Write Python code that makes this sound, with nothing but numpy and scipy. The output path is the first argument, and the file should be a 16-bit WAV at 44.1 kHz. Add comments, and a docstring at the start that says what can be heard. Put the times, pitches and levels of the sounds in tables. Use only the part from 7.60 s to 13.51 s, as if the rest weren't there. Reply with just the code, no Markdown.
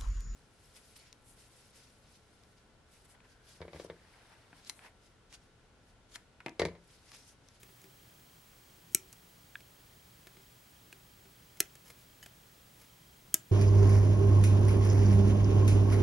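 """A quiet room, camera microphone close up: side cutters snip three parts off a plastic model-kit frame.
Hiss, mains hum and a thin electronic whine run throughout; from the start the handled frame ticks.
At 1.3 s the plastic strains and cracks twice, a millisecond apart; the steel jaws ring, the frame recoils
and each cut has its own ringing colour. A part flexes with a hollow tock, the blades scrape into place
and cut again at 4 s. A blade creaks at 4.6 s, and one more scrape leads to the last cut at 5.7 s."""
import sys
import numpy as np
from scipy import signal
from scipy.fft import rfft, irfft, next_fast_len
from scipy.io import wavfile
from scipy.ndimage import uniform_filter1d

SR = 44100
rng = np.random.default_rng(int(sys.argv[2]) if len(sys.argv) > 2 else 0)


def int16_out(signal):
    """Quantize to a 16-bit WAV file."""
    q = np.round(np.clip(np.atleast_2d(signal).T, -1, 1) * 32767)
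    wavfile.write(sys.argv[1], SR, q.astype(np.int16))


N = 260704

# the room's decay: f/Hz, t60/s
ROOM_DECAY = [(150, 0.33), (1000, 0.17), (6000, 0.19), (14000, 0.13)]
# side signal of the reflections: f/Hz, level/dB
WIDTH = [(100, -17), (380, -19), (700, -3), (1300, -8), (2400, -5.5), (5000, -3.5), (15000, -4)]
# room tone spectra, mid and side: f/Hz, relative level/dB
AIR_MID = [(12, -28), (25, -5), (50, -0.5), (100, -0.5), (175, -0.5), (210, -5.5), (370, -7.5), (520, -11),
           (1000, -13.5), (3000, -15.5), (8000, -18), (15500, -20.5)]
AIR_SIDE = [(30, -24), (100, -13.5), (300, -3), (800, 0), (2000, -4), (4000, -9.5), (8000, -16.5),
            (15000, -34)]
# mains harmonics: f/Hz, level/dB
HUM = [(60, -80.5), (120, -73), (180, -79.5)]
# light contacts on the frame: t/s, level/dB, hardness (relative treble)/dB, nudge level/dB
TICKS = [(0.0315, -31, -13, -38), (0.0906, -39, -24, -37), (0.2162, -45, -4, -52),
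         (0.2413, -35, -15.5, -31.5), (1.5278, -36, -3.5, -57), (2.005, -35.5, -17.5, -56),
         (2.6703, -27, -20.5, -37), (2.769, -33, -27, -33.5), (3.3273, -31.5, -14, -35.5),
         (3.6544, -43, -26, -34.5), (3.971, -40, -8.5, -56), (4.154, -34, -10, -49),
         (4.302, -27.5, -16, -47), (4.6608, -26, -16.5, -43)]
# spectra of a contact's dull tap and hard edge: f/Hz, relative level/dB
DULL_TAP = [(100, -1), (400, -2.5), (650, -3), (1000, -9), (2200, -1.5), (3000, -6.5), (4000, -7),
            (8000, -34), (15000, -32)]
HARD_EDGE = [(1000, -37), (4000, -8), (6800, 1.5), (9000, -2.5), (11500, 0.5), (14000, -14), (16000, -17)]
# modes of the frame, tapped and nudged as a whole: f/Hz, relative level/dB, t60/s
FRAME_MODES = [(1380, -8, 0.11), (1650, -4, 0.025), (2060, 4, 0.019), (2390, 11.5, 0.014),
               (2555, -13, 0.21), (2855, -1, 0.022), (3580, -17, 0.016), (4150, -3, 0.026),
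               (4580, -1, .025), (5100, 7, 0.022)]
SWAY_MODES = [(179, -0.5, 0.052), (297, -5.5, 0.085), (382, 2, 0.14)]
# tiny cracks under the blades: t/s, level/dB
STRAINS = [(1.3228, -37), (1.3322, -35), (1.338, -39), (3.997, -35)]
# the cuts: t/s, first crack/dB, second crack/dB, crack pitch ratio, jaws/dB, jaw centre f/Hz,
# ringing colour/dB, snap/dB, snap pitch ratio, recoil/dB, knock/dB, knock f/Hz, room send/dB
CUTS = [(1.3477, 2.5, -1, 0.89, -8, 9500, -2, -18, 1.54, -20, -20.5, 372, -1.5),
        (4.0032, -8, 2, 1.03, -5, 7700, -7, -9, 1.06, -23.5, -14, 342, -1.5),
        (5.7416, -5, 3.5, 1.03, -8, 8000, -6, -12.5, 1.05, -25, -18, 348, -0.5)]
# spectra of a crack's lower skirt and the frame's dry snap: f/Hz at pitch ratio 1, relative level/dB
CRACK_SKIRT = [(200, -24), (900, -28.5), (2000, -17.5), (4400, -16), (5650, -1.5)]
SNAP = [(200, -33), (900, -28.5), (1250, -8), (1600, -2), (2020, 4.5), (2230, -2.5), (2480, 0), (2900, -1),
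        (4200, -3.5), (5000, -12), (9000, -12.5)]
# treble of a crack: f/Hz, relative level/dB
CRACK_TREBLE = [(6900, 0.5), (8300, 0), (9900, -4), (11800, 1), (14000, -9), (16000, -13)]
# modes of the steel jaws and the recoiling frame: f/Hz, relative level/dB, t60/s
JAW_MODES = [(5240, 0, 0.031), (6000, -3, 0.017), (6450, -5, 0.013), (7550, 2, 0.01), (7830, 5.5, 0.009),
             (8710, 8.5, 0.011), (11300, -5, 0.011), (12600, -14, 0.012)]
RECOIL_MODES = [(126, -2.5, 0.046), (215, 4.5, 0.026), (380.6, -7, 0.2)]
# each cut's own ringing colour, brief bright peaks over a faint low ring: f/Hz, relative level/dB, t60/s
CUT_RING_MODES = [
    [(378, -22, .27), (1340, -30, .1), (2190, -8, 0.011), (2420, -4, 0.011), (2470, -28, 0.14),
     (4900, -5, .009), (5740, -1, .014), (8620, -8, .012), (10280, 2.5, 0.012), (11330, 3, 0.014)],
    [(680, -8, .025), (1326, -16, .06), (1610, -3, 0.02), (1970, -1, 0.02), (2480, -1, 0.022),
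     (3230, 0.5, .01), (4130, -2, 0.023), (6180, 6, 0.014), (12400, 5.5, .01)],
    [(635, -33, .13), (1280, -23, .06), (1630, -20, 0.041), (2100, -10, .012), (2820, -14, 0.018),
     (3650, -17.5, .04), (4520, -13.5, 0.019), (6640, 1, .014), (12100, 3, .007)],
]
# parts flexing: t/s, level/dB, which part
TOCKS = [(1.955, -15, "shell"), (3.327, -26, "strut"), (4.661, -31, "strut")]
# modes of a shell-like part and a thin strut: f/Hz, relative level/dB, t60/s
SHELL_MODES = [(1230, -17, 0.004), (1660, -4.5, 0.015), (2500, -5, 0.0059), (3480, -11, 0.0065)]
STRUT_MODES = [(1630, 2.5, 0.017), (2470, 4, 0.018), (2860, 2.5, 0.015), (4230, -10, .02), (7000, -5, .009)]
# blades sliding into place: start t/s, end t/s, level/dB
SCRAPES = [(2.788, 2.86, -69), (4.247, 4.324, -60), (4.368, 4.436, -65.5), (5.14, 5.302, -65)]
# spectrum of steel sliding on plastic: f/Hz, relative level/dB
RASP = [(150, -23), (500, 4), (1000, -2), (2000, -4), (4000, -2.5), (6500, 0), (9000, -4.5), (11600, 4.5),
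        (13500, -16), (16000, -18)]
# a blade creaking on the plastic: start t/s, end t/s, level/dB
CREAK = (4.6277, 4.641, -23.5)
# modes of blade against frame: f/Hz, relative level/dB, t60/s
SQUEAK_MODES = [(1690, -2, 0.02), (1955, -1, 0.032), (3020, -2, 0.05), (5030, -2, 0.025), (6660, 2, 0.015),
                (7740, -6, .015)]
# the edge singing as it seats: start t/s, length/s, f/Hz, peak level/dB
SQUEAL = (4.633, .009, 11350, -54)

WHINE_HZ, FRAME_RATE_HZ, TOP_HZ = 15734, 30, 16150  # the whine of a television's line scan, the camera's frame rate and band limit
TICK_T60_S, TICK_RING_DB = 0.019, -7.5
BITE_S, BITE_DB = 0.0023, -49  # the edges bite this long before the first crack
STEP_S, CRACK_T60_S = 0.00109, 0.0049  # the plastic gives way in two steps, this far apart
RELEASE_S = 0.0003  # from the first crack until the frame springs free
KNOCK_DELAY_S, KNOCK_RISE_S, KNOCK_T60_S = 0.0005, 0.013, 0.023  # the freed frame jumps in the hand


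def amp(db):
    """Decibels to gain."""
    return 10 ** (np.asarray(db) / 20)


def unit_rms(x):
    """Scale to rms 1."""
    return x / np.sqrt(np.mean(x ** 2) + 1e-20)


def unit_energy(x):
    """Scale to energy 1."""
    return x / (np.linalg.norm(x) + 1e-20)


def along(points, hz):
    """Read (f/Hz, value) points on a log frequency axis."""
    freqs, values = np.transpose(points)
    return np.interp(np.log(hz + 1), np.log(freqs), values)


def filtered(x, response):
    """Zero-phase filter whose gain is response(hz)."""
    n = x.shape[-1]
    size = next_fast_len(n + SR // 4)
    return irfft(rfft(x, size) * response(np.fft.rfftfreq(size, 1 / SR)), size)[..., :n]


def coloured(x, spectrum, size=2048):
    """Causal filter with the given spectrum, so that attacks stay sharp."""
    gain = amp(along(spectrum, np.fft.rfftfreq(size, 1 / SR)))
    cepstrum = irfft(np.log(gain))
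    cepstrum[1:size // 2] *= 2
    cepstrum[size // 2:] = 0
    return signal.fftconvolve(x, irfft(np.exp(rfft(cepstrum))))[:len(x)]


def noise(spectrum):
    """Steady noise of rms 1."""
    return unit_rms(filtered(rng.standard_normal(N), lambda hz: amp(along(spectrum, hz))))


def clock():
    """The time axis of one short sound."""
    return np.arange(SR // 3) / SR


def fade(t, t60):
    """Exponential decay by 60 dB in t60."""
    return np.exp(-np.log(1000) * t / np.maximum(t60, 1e-4))


def add(track, s, sound):
    """Mix a sound into the track at s seconds."""
    span = track[..., max(round(s * SR), 0):][..., :sound.shape[-1]]
    span += sound[..., :span.shape[-1]]


def spray(t60):
    """Dying noise of energy 1, spread evenly over all bands."""
    t = clock()
    bins = rfft(rng.standard_normal(len(t)) * fade(t, t60))
    band_level = np.sqrt(np.abs(uniform_filter1d(np.abs(bins) ** 2, size=160)))
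    return unit_energy(irfft(bins / band_level, len(t)) * (t < t[-1] / 2))


def burst(spectrum, t60):
    """Dying noise with the given spectrum, energy 1."""
    return unit_energy(coloured(spray(t60), spectrum))


def ring(modes, attack_s):
    """Damped modes, struck a little differently each time, energy 1."""
    t = clock()
    strength_db = rng.standard_normal(len(modes))
    tones = sum((-1) ** k * amp(db + strength_db[k]) * fade(t, t60) * np.sin(2 * np.pi * hz * t)
                for k, (hz, db, t60) in enumerate(modes))
    return unit_energy(tones * (1 - np.exp(-t / attack_s)))


def favour(modes, centre_hz):
    """Where a body is struck decides which of its modes speak: those near the centre frequency."""
    return [(hz, db - 15 * abs(np.log2(hz / centre_hz)), t60) for hz, db, t60 in modes]


def room_tone():
    """Air and hiss, mains hum, a line-scan whine and a faint buzz pulsing at the camera's frame rate."""
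    t = np.arange(N) / SR
    hum = sum(amp(db) * unit_rms(np.sin(2 * np.pi * (hz * t + rng.random()))) for hz, db in HUM)
    flutter = unit_rms(filtered(rng.standard_normal(N), lambda hz: 1 / (1 + (hz / 150) ** 2)))
    whine = amp(-69.5) * unit_rms((1 + 0.12 * flutter) * np.sin(2 * np.pi * WHINE_HZ * t))
    pulse = np.exp(3 * np.cos(2 * np.pi * FRAME_RATE_HZ * t))
    buzz_band = noise([(2500, -41), (3000, -12), (3170, 12), (3350, -2), (4000, -41)])
    buzz = amp(-78.5) * unit_rms(pulse * buzz_band)
    mid = amp(-61) * noise(AIR_MID) + hum + whine + buzz
    side = amp(-67.5) * noise(AIR_SIDE)
    return np.array([mid + side, mid - side])


def ticks():
    """Light contacts tap and ring the frame; hard ones have a sharp edge, a nudge adds a low knock."""
    out = np.zeros(N)
    for s, db, hardness_db, nudge_db in TICKS:
        tap = amp(-2) * burst(DULL_TAP, TICK_T60_S)
        edge = amp(hardness_db + 13) * burst(HARD_EDGE, TICK_T60_S)
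        knock = amp(nudge_db) * ring(SWAY_MODES, attack_s=0.0018)
        frame = amp(TICK_RING_DB) * ring(FRAME_MODES, attack_s=0.00044)
        add(out, s, amp(db) * (tap + edge + frame) + knock)
    return out


def reflections():
    """Impulse response of the surroundings at the microphone: two reflections and the room's tail."""
    t = clock()
    hz, times, bands = signal.stft(rng.standard_normal(len(t)), SR, nperseg=256)
    _, tail = signal.istft(bands * fade(times, along(ROOM_DECAY, hz)[:, None]), SR, nperseg=256)
    out = np.zeros(len(t))
    add(out, 0.002, amp(-15.5) * spray(t60=0.03))  # hands and camera, close by
    add(out, 0.0235, amp(-32) * spray(t60=0.0049))  # a far wall
    add(out, 0.007, amp(-21.5) * unit_energy(tail))
    return coloured(out, [(350, 6.5), (1100, 12), (2000, 9), (6000, 0), (14000, -4)])


def room(x, send_db):
    """The direct sound is dead centre; only the reflections have width."""
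    mid = x + amp(send_db) * signal.fftconvolve(x, reflections())[:len(x)]
    side = amp(send_db) * signal.fftconvolve(x, coloured(reflections(), WIDTH))[:len(x)]
    return np.array([mid + side, mid - side])


def strains():
    """The squeezed plastic crackles faintly just before it gives way."""
    out = np.zeros(N)
    for s, db in STRAINS:
        add(out, s, amp(db) * burst(CRACK_SKIRT + CRACK_TREBLE, t60=0.016))
    return out


def snips():
    """The plastic cracks twice with a brief ring; its release snaps the jaws shut and kicks the frame."""
    out = np.zeros((2, N))
    for row, ring_modes in zip(CUTS, CUT_RING_MODES):
        (s, first_db, second_db, crack_pitch, jaw_db, jaw_hz, colour_db,
         snap_db, snap_pitch, recoil_db, knock_db, knock_hz, send_db) = row
        # thicker plastic cracks lower
        crack = [(hz * crack_pitch, db) for hz, db in CRACK_SKIRT] + CRACK_TREBLE
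        cut = amp(BITE_DB) * burst(crack, t60=0.009)
        add(cut, BITE_S, amp(first_db) * burst(crack, CRACK_T60_S))
        add(cut, BITE_S + STEP_S, amp(second_db) * burst(crack, CRACK_T60_S))
        jaws = amp(jaw_db) * ring(favour(JAW_MODES, jaw_hz), attack_s=0.00059)
        colour = amp(colour_db) * ring(ring_modes, attack_s=0.00023)
        recoil = amp(recoil_db) * ring(RECOIL_MODES, attack_s=0.0011)
        # the frame's many heavily damped modes merge into a dry snap
        snap = amp(snap_db) * burst([(hz * snap_pitch, db) for hz, db in SNAP], t60=0.019)
        add(cut, BITE_S + RELEASE_S, jaws + colour + recoil + snap)
        knock = amp(knock_db) * ring([(knock_hz, 0, KNOCK_T60_S)], attack_s=KNOCK_RISE_S)
        add(cut, BITE_S + KNOCK_DELAY_S, knock)
        add(out, s - BITE_S, room(cut, send_db))
    return out


def tocks():
    """A shell or a strut flexes with a soft, hollow pop."""
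    out = np.zeros(N)
    for s, db, part in TOCKS:
        modes = SHELL_MODES if part == "shell" else STRUT_MODES
        add(out, s, amp(db) * ring(modes, attack_s=0.00077))
    return out


def scrapes():
    """Tiny slips of steel on plastic rasp and stir the frame's modes."""
    t = np.arange(N) / SR
    strokes = np.zeros(N)
    for start, end, db in SCRAPES:
        progress = np.clip((t - start) / (end - start), 0, 1)
        strokes += amp(db) * np.sqrt(np.abs(np.sin(np.pi * progress)))
    slips = rng.standard_normal(N) * (rng.random(N) < 1200 / SR)  # about 1200 a second
    one_slip = burst(RASP, t60=0.019) + amp(-11.5) * ring(FRAME_MODES, attack_s=0.0002)
    return strokes * unit_rms(signal.fftconvolve(slips, one_slip)[:N])


def creak():
    """A blade lands on the frame, chatters along it in quick slips and ends in a brief squeal."""
    out = np.zeros(N)
    start, end, db = CREAK
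    landing = ring(SQUEAK_MODES, attack_s=0.00026) + amp(-12) * burst(DULL_TAP, t60=0.012)
    add(out, start, landing)
    for s in np.linspace(start, end, num=12) + 0.0003 * rng.standard_normal(12):
        slip = amp(-15) * ring(SQUEAK_MODES, attack_s=0.00033) + amp(-13) * burst(RASP, t60=0.0062)
        add(out, s, slip)
    out = amp(db) * unit_energy(out)
    squeal_s, length_s, hz, squeal_db = SQUEAL
    t = np.arange(round(length_s * SR)) / SR
    add(out, squeal_s, amp(squeal_db) * signal.windows.hann(len(t)) * np.sin(2 * np.pi * hz * t))
    return out


def scene():
    """Cutting and handling in a small room; the tocks are closest to the microphone and driest."""
    cutting = snips()
    handling = ticks() + strains() + creak() + scrapes()
    return cutting + room(handling, send_db=0.5) + room(tocks(), send_db=-13) + room_tone()


def record(dry):
    """The camera keeps nothing above its band limit."""
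    return filtered(dry, lambda hz: 1 / np.sqrt(1 + (hz / TOP_HZ) ** 200))


dry = scene()
out = record(dry)
int16_out(out)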